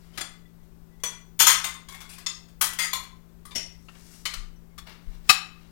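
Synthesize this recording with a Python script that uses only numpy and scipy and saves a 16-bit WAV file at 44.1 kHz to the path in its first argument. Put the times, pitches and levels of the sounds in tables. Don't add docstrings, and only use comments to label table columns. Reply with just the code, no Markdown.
import sys
import numpy as np
from scipy import signal
from scipy.fft import rfft, irfft, next_fast_len
from scipy.io import wavfile
from scipy.ndimage import map_coordinates

SR = 44100
rng = np.random.default_rng(int(sys.argv[2]) if len(sys.argv) > 2 else 0)


def transcribe(signal):
    frames = np.atleast_2d(signal).T
    limited = np.clip(frames, -1, 1)
    pcm = np.round(limited * 32767).astype(np.int16)
    wavfile.write(sys.argv[1], SR, pcm)


N = 251811


def amp(db):
    return 10 ** (np.asarray(db) / 20)


def unit(x):
    return x / np.sqrt(np.mean(x ** 2) + 1e-20)


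def along(points, hz):
    f, value = np.transpose(points)
    return np.interp(np.log(hz + 1), np.log(f + 1), value)


def wobble(rate):
    knots = rng.standard_normal(int(N * rate / SR) + 4)
    return map_coordinates(knots, [np.arange(N) * rate / SR])


def noise(spectrum, size):
    hz = np.fft.rfftfreq(size, 1 / SR)
    white = rfft(rng.standard_normal(size))
    return irfft(white * amp(along(spectrum, hz)), size)


def air():
    # f/Hz, relative level per Hz/dB
    room_colour = [(15, -3), (30, -3), (60, -3.5), (80, -18), (140, -18.5), (250, -21.5), (380, -19.5),
                   (480, -27), (1000, -30.5), (2750, -41), (8000, -44), (11000, -45.5), (14000, -39.5),
                   (16500, -45)]
    level_db = -49.5 + 0.23 * wobble(0.83)
    return amp(level_db) * unit(noise(room_colour, N))


def fridge():
    # f/Hz, nominal rms level/dB
    hum_tones = [(56.5, -58.5), (113, -65), (169.5, -51), (226, -63), (282.5, -70), (380, -69.5)]
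    t = np.arange(N) / SR
    drift = np.cumsum(0.004 * wobble(2.7)) / SR
    out = np.zeros(N)
    for hz, db in hum_tones:
        level = np.sqrt(2) * amp(db + wobble(18))
        phase = rng.uniform(0, 2 * np.pi)
        out += level * np.sin(2 * np.pi * hz * (t + drift) + phase)
    return out


def steps():
    # t/s, level before the swell/dB, f/Hz, t60/s
    footfalls = [(4.365, -22.5, 27.9, 0.53), (4.431, -35, 35.6, 0.18), (4.539, -46.5, 39.84, 0.14),
                 (5, -32.5, 41.4, 0.11), (5.071, -15, 28.5, 0.15), (5.141, -32.5, 31.1, 0.64)]
    out, t = np.zeros(N + SR), np.arange(SR // 2) / SR
    swell = 1 - np.exp(-t / 0.0126)
    for s, db, hz, t60 in footfalls:
        thud = amp(db - 60 * t / t60) * np.sin(2 * np.pi * hz * t) * swell
        out[round(s * SR):][:len(t)] += thud
    return out[:N]


def room_tail():
    # f/Hz, t60/s
    kitchen_t60 = [(200, 0.16), (1000, 0.46), (4000, 0.38), (9000, 0.31), (15000, 0.2)]
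    hz, t, z = signal.stft(rng.standard_normal(SR // 2), SR, nperseg=256)
    decay = amp(-60 * t / along(kitchen_t60, hz)[:, None])
    tail = signal.istft(z * decay, SR, nperseg=256)[1]
    tail = tail * (1 - np.exp(-np.arange(len(tail)) / (0.0005 * SR)))
    return tail / np.linalg.norm(tail)


def slides():
    # peak t/s, 20 dB rise/s, 20 dB fall/s, dull level/dB, bright level/dB (before the echo)
    strokes = [(.02, 0.13, .25, -62, -66), (.165, 0.054, .01, -51.5, -60.5),
               (3.956, 0.023, .03, -61.5, -87), (4.15, 0.39, 0.19, -59, -52),
               (4.873, .015, 0.092, -42.5, -67), (5.149, .25, 0.087, -58.5, -66.5),
               (5.286, .055, .01, -50.5, -55), (5.62, 0.25, .3, -61.5, -70)]
    # f/Hz, relative level per Hz/dB
    dull_colour = [(500, -11), (1200, -6), (2500, -7.5), (4500, -9.5), (8000, -24)]
    # f/Hz, relative level per Hz/dB
    bright_colour = [(2500, -24), (5000, 1.5), (8000, 0), (12000, -4.5), (16000, -9.5)]
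    out, t = np.zeros(N), np.arange(N) / SR
    dull = unit(noise(dull_colour, N) * amp(2.5 * wobble(230)))
    bright = unit(noise(bright_colour, N) * amp(2.5 * wobble(230)))
    for s, rise, fall, dull_db, bright_db in strokes:
        swell = amp(-20 * np.maximum((s - t) / rise, (t - s) / fall))
        out += swell * (amp(dull_db) * dull + amp(bright_db) * bright)
    echo = signal.fftconvolve(out, room_tail())[:N]
    return out + amp(-1.0) * echo


def brushes():
    # t/s, f/Hz, level before swell and flutter/dB, t60/s
    brushed = [(0.136, 3100, -49, 0.17), (.45, 1976, -51, 0.11), (.455, 3440, -53.5, 0.09),
               (.6, 1976, -60, 0.11), (.91, 1976, -58, 0.26), (.92, 3440, -65, .15),
               (.995, 2100, -55, 0.13), (4.555, 5860, -60.5, 0.22), (4.699, 2150, -60.5, 0.2),
               (5.601, 3880, -65, 0.5)]
    out, t = np.zeros(N + SR), np.arange(SR // 2) / SR
    swell = 1 - np.exp(-t / 0.0054)
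    for s, hz, db, t60 in brushed:
        tone = amp(db - 60 * t / t60) * np.sin(2 * np.pi * hz * t) * swell
        out[round(s * SR):][:len(t)] += tone
    flutter = amp(3 * wobble(60))
    return out[:N] * flutter


def plate_ring(modes, grip, t):
    hz, level_db, t60 = np.transpose(modes)[:, :, None]
    chance = rng.standard_normal((3, len(modes), 1))
    own_loss_db = 60 * t / np.clip(t60, 0.02, 2)
    grip_loss_db = 60 * t * (1 + hz / 9000) / grip
    beat = np.cos(2 * np.pi * 0.0022 * hz * chance[2] * t + chance[1])
    tone = np.sin(2 * np.pi * hz * t + 3 * chance[1]) * (1 + 0.7 * beat)
    return amp(level_db + 0.64 * chance[0] - own_loss_db - grip_loss_db) * tone


def clink(modes, knock_db, body_db, sparkle_db, ring_db, chatter, grip):
    bands = [150, 450, 1200, 4000, 11000, 16000]
    t = np.arange(SR // 6) / SR
    ring = plate_ring(modes, grip, t)
    dying = amp(-60 * t / chatter) * (1 - np.exp(-t / 0.0034))
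    touches = rng.random(len(t)) < 900 / SR
    taps = dying * rng.standard_normal(len(t)) * touches
    taps[0] = 0.8

    band_db = [knock_db - 3.5, knock_db, body_db, 0, sparkle_db + 5.5, sparkle_db]
    knots = t[::90]
    grain = amp(2.5 * np.interp(t, knots, rng.standard_normal(len(knots))))
    crack = noise(list(zip(bands, band_db)), len(t)) * dying * grain

    tones, blows = rfft(ring, 2 ** 13), rfft(taps, 2 ** 13)
    share = np.linalg.norm(tones, axis=1) / np.linalg.norm(tones * blows, axis=1)
    rung = irfft(share @ tones * blows)[:len(t)]
    rung = rung * (1 - np.exp(-t / 0.00062))
    return crack + amp(ring_db) * rung


def plates():
    # t/s, level/dB (gain on crack and ring), ring gain over crack/dB, chatter t60/s
    contacts = [(.1745, -17, -11, 0.085), (.2079, -21.5, -1, 0.067), (0.6293, -55, -11.5, .03),
                (.9994, -52.5, -2, .041), (1.0355, -12, -6.5, .029), (1.3914, -15.5, 6, 0.24),
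                (1.3987, -6, -4, 0.062), (1.4194, -15.5, -30, .059), (1.4676, -2, -5.5, 0.063),
                (1.4944, -10, -5.5, 0.06), (1.5144, -10.5, -13, 0.047), (1.5392, -19, -28, 0.034),
                (1.6422, -12.5, -11, 0.052), (1.6687, -23.5, -26, 0.09), (1.7391, -33.5, -7, 0.055),
                (1.8856, -29.5, -1.5, 0.051), (1.92, -34.5, -4, 0.069), (1.9445, -27.5, -6.5, 0.0355),
                (2.0038, -32, -4.5, 0.085), (2.0921, -34, -12, .068), (2.1294, -37, -12.5, 0.057),
                (2.1814, -30, -14, 0.06), (2.2628, -21.5, 8, 0.053), (2.4833, -47, -6, 0.067),
                (2.6105, -10.5, -15, 0.1), (2.6394, -15.5, -15.5, 0.052), (2.7324, -30, -9.5, 0.044),
                (2.7874, -15.5, -3, 0.074), (2.8194, -18, -7.5, .06), (2.843, -23, -6, .06),
                (2.9317, -11, 3.5, 0.031), (3.034, -36, -14, .04), (3.2884, -59, 2.5, 0.033),
                (3.4526, -32.5, -9.5, 0.0376), (3.5094, -35.5, 6, 0.088), (3.5504, -22.5, -7, 0.055),
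                (3.5568, -14, -7.5, 0.0297), (3.8841, -33.5, -2, 0.049), (3.9504, -43.5, -19, 0.096),
                (4.0003, -45, -17, 0.064), (4.2532, -11.5, -12, 0.07), (4.336, -12.5, -18.5, 0.0384),
                (4.7788, -29, -7.5, 0.081), (5.2906, -1.5, -15, 0.13), (5.2952, -12, 16, .037),
                (5.2996, -21, 16, 0.028), (5.305, -16, 10, .025), (5.3235, -20.5, -13, 0.067)]
    # from t/s, number of the pair
    touching = [(0, 15), (.4, 0), (1.38, 1), (1.63, 2), (1.87, 11), (2.08, 3), (2.17, 11), (2.25, 4),
                (2.59, 5), (2.78, 6), (2.92, 7), (3.4, 12), (3.5, 13), (3.545, 8), (3.8, 16), (4.2, 9),
                (4.75, 14), (5.2, 10)]
    # (held within 0.02-2 s, before the grip)
    pair_modes = [
        [(1975, -12, 0.58), (2390, -16.5, 0.27), (3380, -8.5, 0.47), (5180, -19.5, 5.0), (6000, -1, 0.31),
         (6767, -15, 0.73), (6960, -18, 0.29), (7670, -12.5, 0.41), (8393, -17, 0.33), (9300, -16, 0.26),
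         (10060, -22.5, 0.18), (12190, -25, 0.26), (12890, -29, 0.78), (14300, -29.5, 0.28)],
        [(1267, -15.5, 0.2), (2030, -15, 0.48), (3140, -9, 0.2), (3460, -8, 0.7), (4266, -10, 0.6),
         (4880, -17.5, 2.7), (5520, -11, 0.25), (5590, -15.5, 0.88), (5980, -10.5, 1.5), (6726, -6.5, 1.1),
         (6360, -9, 1.6), (6865, -5, 1.4), (8250, -9, 0.78), (9320, -18.5, 5.0), (9300, -24.5, 0.74),
         (9570, -11, 0.8), (10100, -19, 0.53), (10770, -13, 0.67), (13150, -6.5, 0.33), (12000, -12.5, 0.45),
         (13350, -6, 0.87), (12160, -17.5, 0.5)],
        [(1070, -7, 0.81), (2060, -5, 0.26), (3100, -14.5, 0.097), (3610, -4, 0.21), (4250, -14, 0.23),
         (6660, -4, 0.1), (7940, -17, 0.17), (8301, -10, 0.28), (8950, -8.5, 0.38), (10730, -28.5, 0.29),
         (12500, -37, 0.24), (12900, -11, 0.24)],
        [(2450, 6, 0.037), (3520, -2.5, 0.09), (4960, -9.5, 5.0), (5760, -5, 5.0), (7460, -2.5, 0.79),
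         (8600, 0.5, 0.51), (9760, 2.5, 0.22), (11000, -2, 0.39), (11500, -19, 0.76), (13410, -6.5, 5.0),
         (14100, -7, 0.39), (15460, -16.5, 5.0)],
        [(1190, -18.5, 0.34), (2003, -18, 0.44), (2600, -16, 0.35), (3516, -7, 0.53), (4320, -12.5, 0.19),
         (4840, -9, 0.84), (5510, -8, 0.65), (6505, -8.5, 0.26), (6880, -5.5, 0.42), (7970, -17, 0.087),
         (8650, -19, 0.49), (9690, -19.5, 0.228), (10670, -22, 0.16), (14840, -45, 0.37)],
        [(1962, -4, 5.0), (3984, -5.5, 0.15), (3194, 0, 0.35), (3445, -5, 0.3), (5693, 1.5, 0.27),
         (6750, -2, 0.17), (7100, -6.5, 0.21), (7800, -5.5, 0.3), (8350, -8.5, 1.4), (9440, -12, 0.24),
         (9510, -2, 0.14), (9870, -13, 0.24), (10900, -6, 0.24), (11450, -25, 0.2), (11900, -5.5, 0.17),
         (13290, 0, 0.25), (660, -20.5, 0.2), (1118, -6, 0.076)],
        [(1290, -9.5, 0.058), (1950, -5.5, 0.36), (2089, -9, 0.76), (2485, -13.5, 0.56), (3430, -9, 0.49),
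         (4855, -7.5, 0.22), (6200, -10, 0.58), (6784, -3, 0.2), (7100, -15.5, 0.34), (8400, -8, 0.23),
         (10300, -5, 0.32), (13000, -22.5, 0.47), (14080, -26, 0.53), (14820, -14, 0.33)],
        [(1043, -16.5, 2.4), (2334, -21, 0.6), (3480, -16, 0.56), (4250, -17, 0.34), (5500, -43, 0.42),
         (6040, -23, 0.073), (6780, -15.5, 0.37), (9630, -26.5, 0.86), (11660, -23.5, 0.24), (13240, -18, 0.18),
         (13770, -33.5, 0.17)],
        [(2055, -6, 0.13), (2540, -10.5, 0.3), (2940, -9, 0.058), (3580, -14.5, 0.29), (4910, -9.5, 0.29),
         (5570, 4, 0.14), (5600, 1, 0.047), (6330, -10, 0.25), (6800, -11.5, 0.29), (7580, -13.5, 0.26),
         (7800, -28.5, 0.38), (8800, -12.5, 0.2), (10800, -25.5, 0.3), (12000, -32.5, 0.24),
         (13600, -26.5, 0.2), (306, -23.5, 0.2), (580, -31, 0.21)],
        [(1198, -10.5, 3.1), (2184, -11, 0.34), (2997, -8, 0.41), (3440, -19.5, 5.0), (4220, -8.5, 0.39),
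         (4790, -25, 5.0), (6240, -17, 1.3), (5860, -25, 1.3), (6070, -24, 0.46), (7000, -17, 0.23),
         (8900, -25.5, 0.39), (10750, -10.5, 0.25), (11460, -49, 5.0), (13700, -27.5, 0.38)],
        [(774.6, -23.5, 0.31), (1236, -8.5, 0.074), (2593, -6, 0.15), (2765, -25.5, 0.34), (3020, -18, 0.21),
         (3933, -5.5, 0.02), (4277, -15.5, 0.085), (4747, -13.5, 0.1), (1391, -16, 0.13), (5450, -13, 0.1),
         (7090, -21.5, 0.087), (6720, -34.5, 0.85), (7130, -14.5, 0.14), (8200, -24.5, 0.15),
         (9160, -20.5, 0.18), (10800, -30.5, 0.23), (12000, -32, 0.096), (11740, -26, 0.14)],
        [(1090, -9, 5.0), (1560, -32.5, 0.15), (2169, -3.5, 0.095), (3393, -6.5, 0.5), (4560, -33, 5.0),
         (6160, -38.5, 5.0), (6930, -12.5, 0.14), (9800, -22, 0.24), (10960, -30.5, 5.0), (15500, -24, 1.2)],
        [(1140, 0.5, 0.067), (2020, -7.5, 0.053), (3400, -8, 0.78), (7350, -5, 0.03), (7860, -2.5, 0.12),
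         (9430, -1, 0.1)],
        [(1013, -16, 0.22), (2210, -9, 0.015), (3596, -7, 0.027), (4770, -12.5, 0.16), (6089, -36, 0.096),
         (6934, -30, 0.027), (8565, -39, 0.096)],
        [(1155, -3, 5.0), (1876, -11, 0.064), (3440, -4, 0.21), (4320, -8, 0.13), (5480, -9, 0.19),
         (6730, -21.5, 0.3), (6870, -10, 0.13), (7650, -12, 0.19), (9600, -22.5, 0.061), (13340, -12, 0.13)],
        [(1130, -23.5, 2.1), (2060, -13, 0.18), (3443, -4.5, 0.28), (4160, -15, 0.24), (4850, -7.5, 0.32),
         (5920, -12, 0.3), (6783, -12.5, 0.67), (7120, -13, 0.22), (7460, -10.5, 0.18), (8650, -9, 0.2),
         (9600, -8, 0.15), (10100, -15.5, 0.19), (10830, -12, 0.23), (13360, -32.5, 0.35), (332, -19.5, 0.23),
         (743, -17, 0.1)],
        [(1370, -9, 0.1), (2510, -12.5, 0.6), (2760, -3, 0.06), (4530, -15, 0.13), (6400, -23, 5.0),
         (7946, -28.5, 0.39)],
    ]
    # knock/dB, body/dB, sparkle/dB, grip t60/s (low modes), echo/dB
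    holds = [(1, 3.5, -7, 0.098, 1), (-16, 2.5, -8.5, 0.098, 0.5), (-12.5, 2.5, -10, 0.136, -1.5),
             (-9, -1, -9.5, 0.046, 4), (-13, 3, -10.5, 0.033, -1.5), (-11, 4.5, -1.5, 0.124, -2.5),
             (-25, 1, -8.5, 0.095, 1), (-11, 4.5, -5.5, 0.048, 1.5), (5, -5.5, -11.5, 0.061, 1),
             (-17.5, -2, -17, 0.15, -3), (-20, -5, -14.5, 0.062, -10.5), (-8, 1.5, -9, 0.045, 1),
             (-11, -8, -7, 0.056, 0.5), (0, -3, -18, 0.1, -2), (-13, 2.5, -10, 0.092, -8.5),
             (-4.5, 3.5, -14.5, 0.091, -4), (-2.5, 8, -26.5, 0.043, -6.5)]
    out = np.zeros(N + 2 * SR)
    starts, pair = np.transpose(touching)
    for s, level_db, ring_db, chatter in contacts:
        k = int(pair[np.searchsorted(starts, s) - 1])
        knock_db, body_db, sparkle_db, grip, echo_db = holds[k]
        near = clink(pair_modes[k], knock_db, body_db, sparkle_db, ring_db, chatter, grip)
        heard = amp(echo_db) * signal.fftconvolve(near, room_tail())
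        heard[:len(near)] += near
        out[round(s * SR):][:len(heard)] += amp(level_db) * heard
    return out[:N]


def scene():
    left = air() + fridge() + steps() + slides() + brushes() + plates()
    return np.array([left, np.zeros(N)])


def record(dry):
    top_hz = 16050
    clipped = dry / (1 + np.abs(dry) ** 12) ** (1 / 12)
    size = next_fast_len(N + 8192)
    kept = np.fft.rfftfreq(size, 1 / SR) < top_hz
    return irfft(rfft(clipped, size) * kept, size)[:, :N]


dry = scene()
out = record(dry)
transcribe(out)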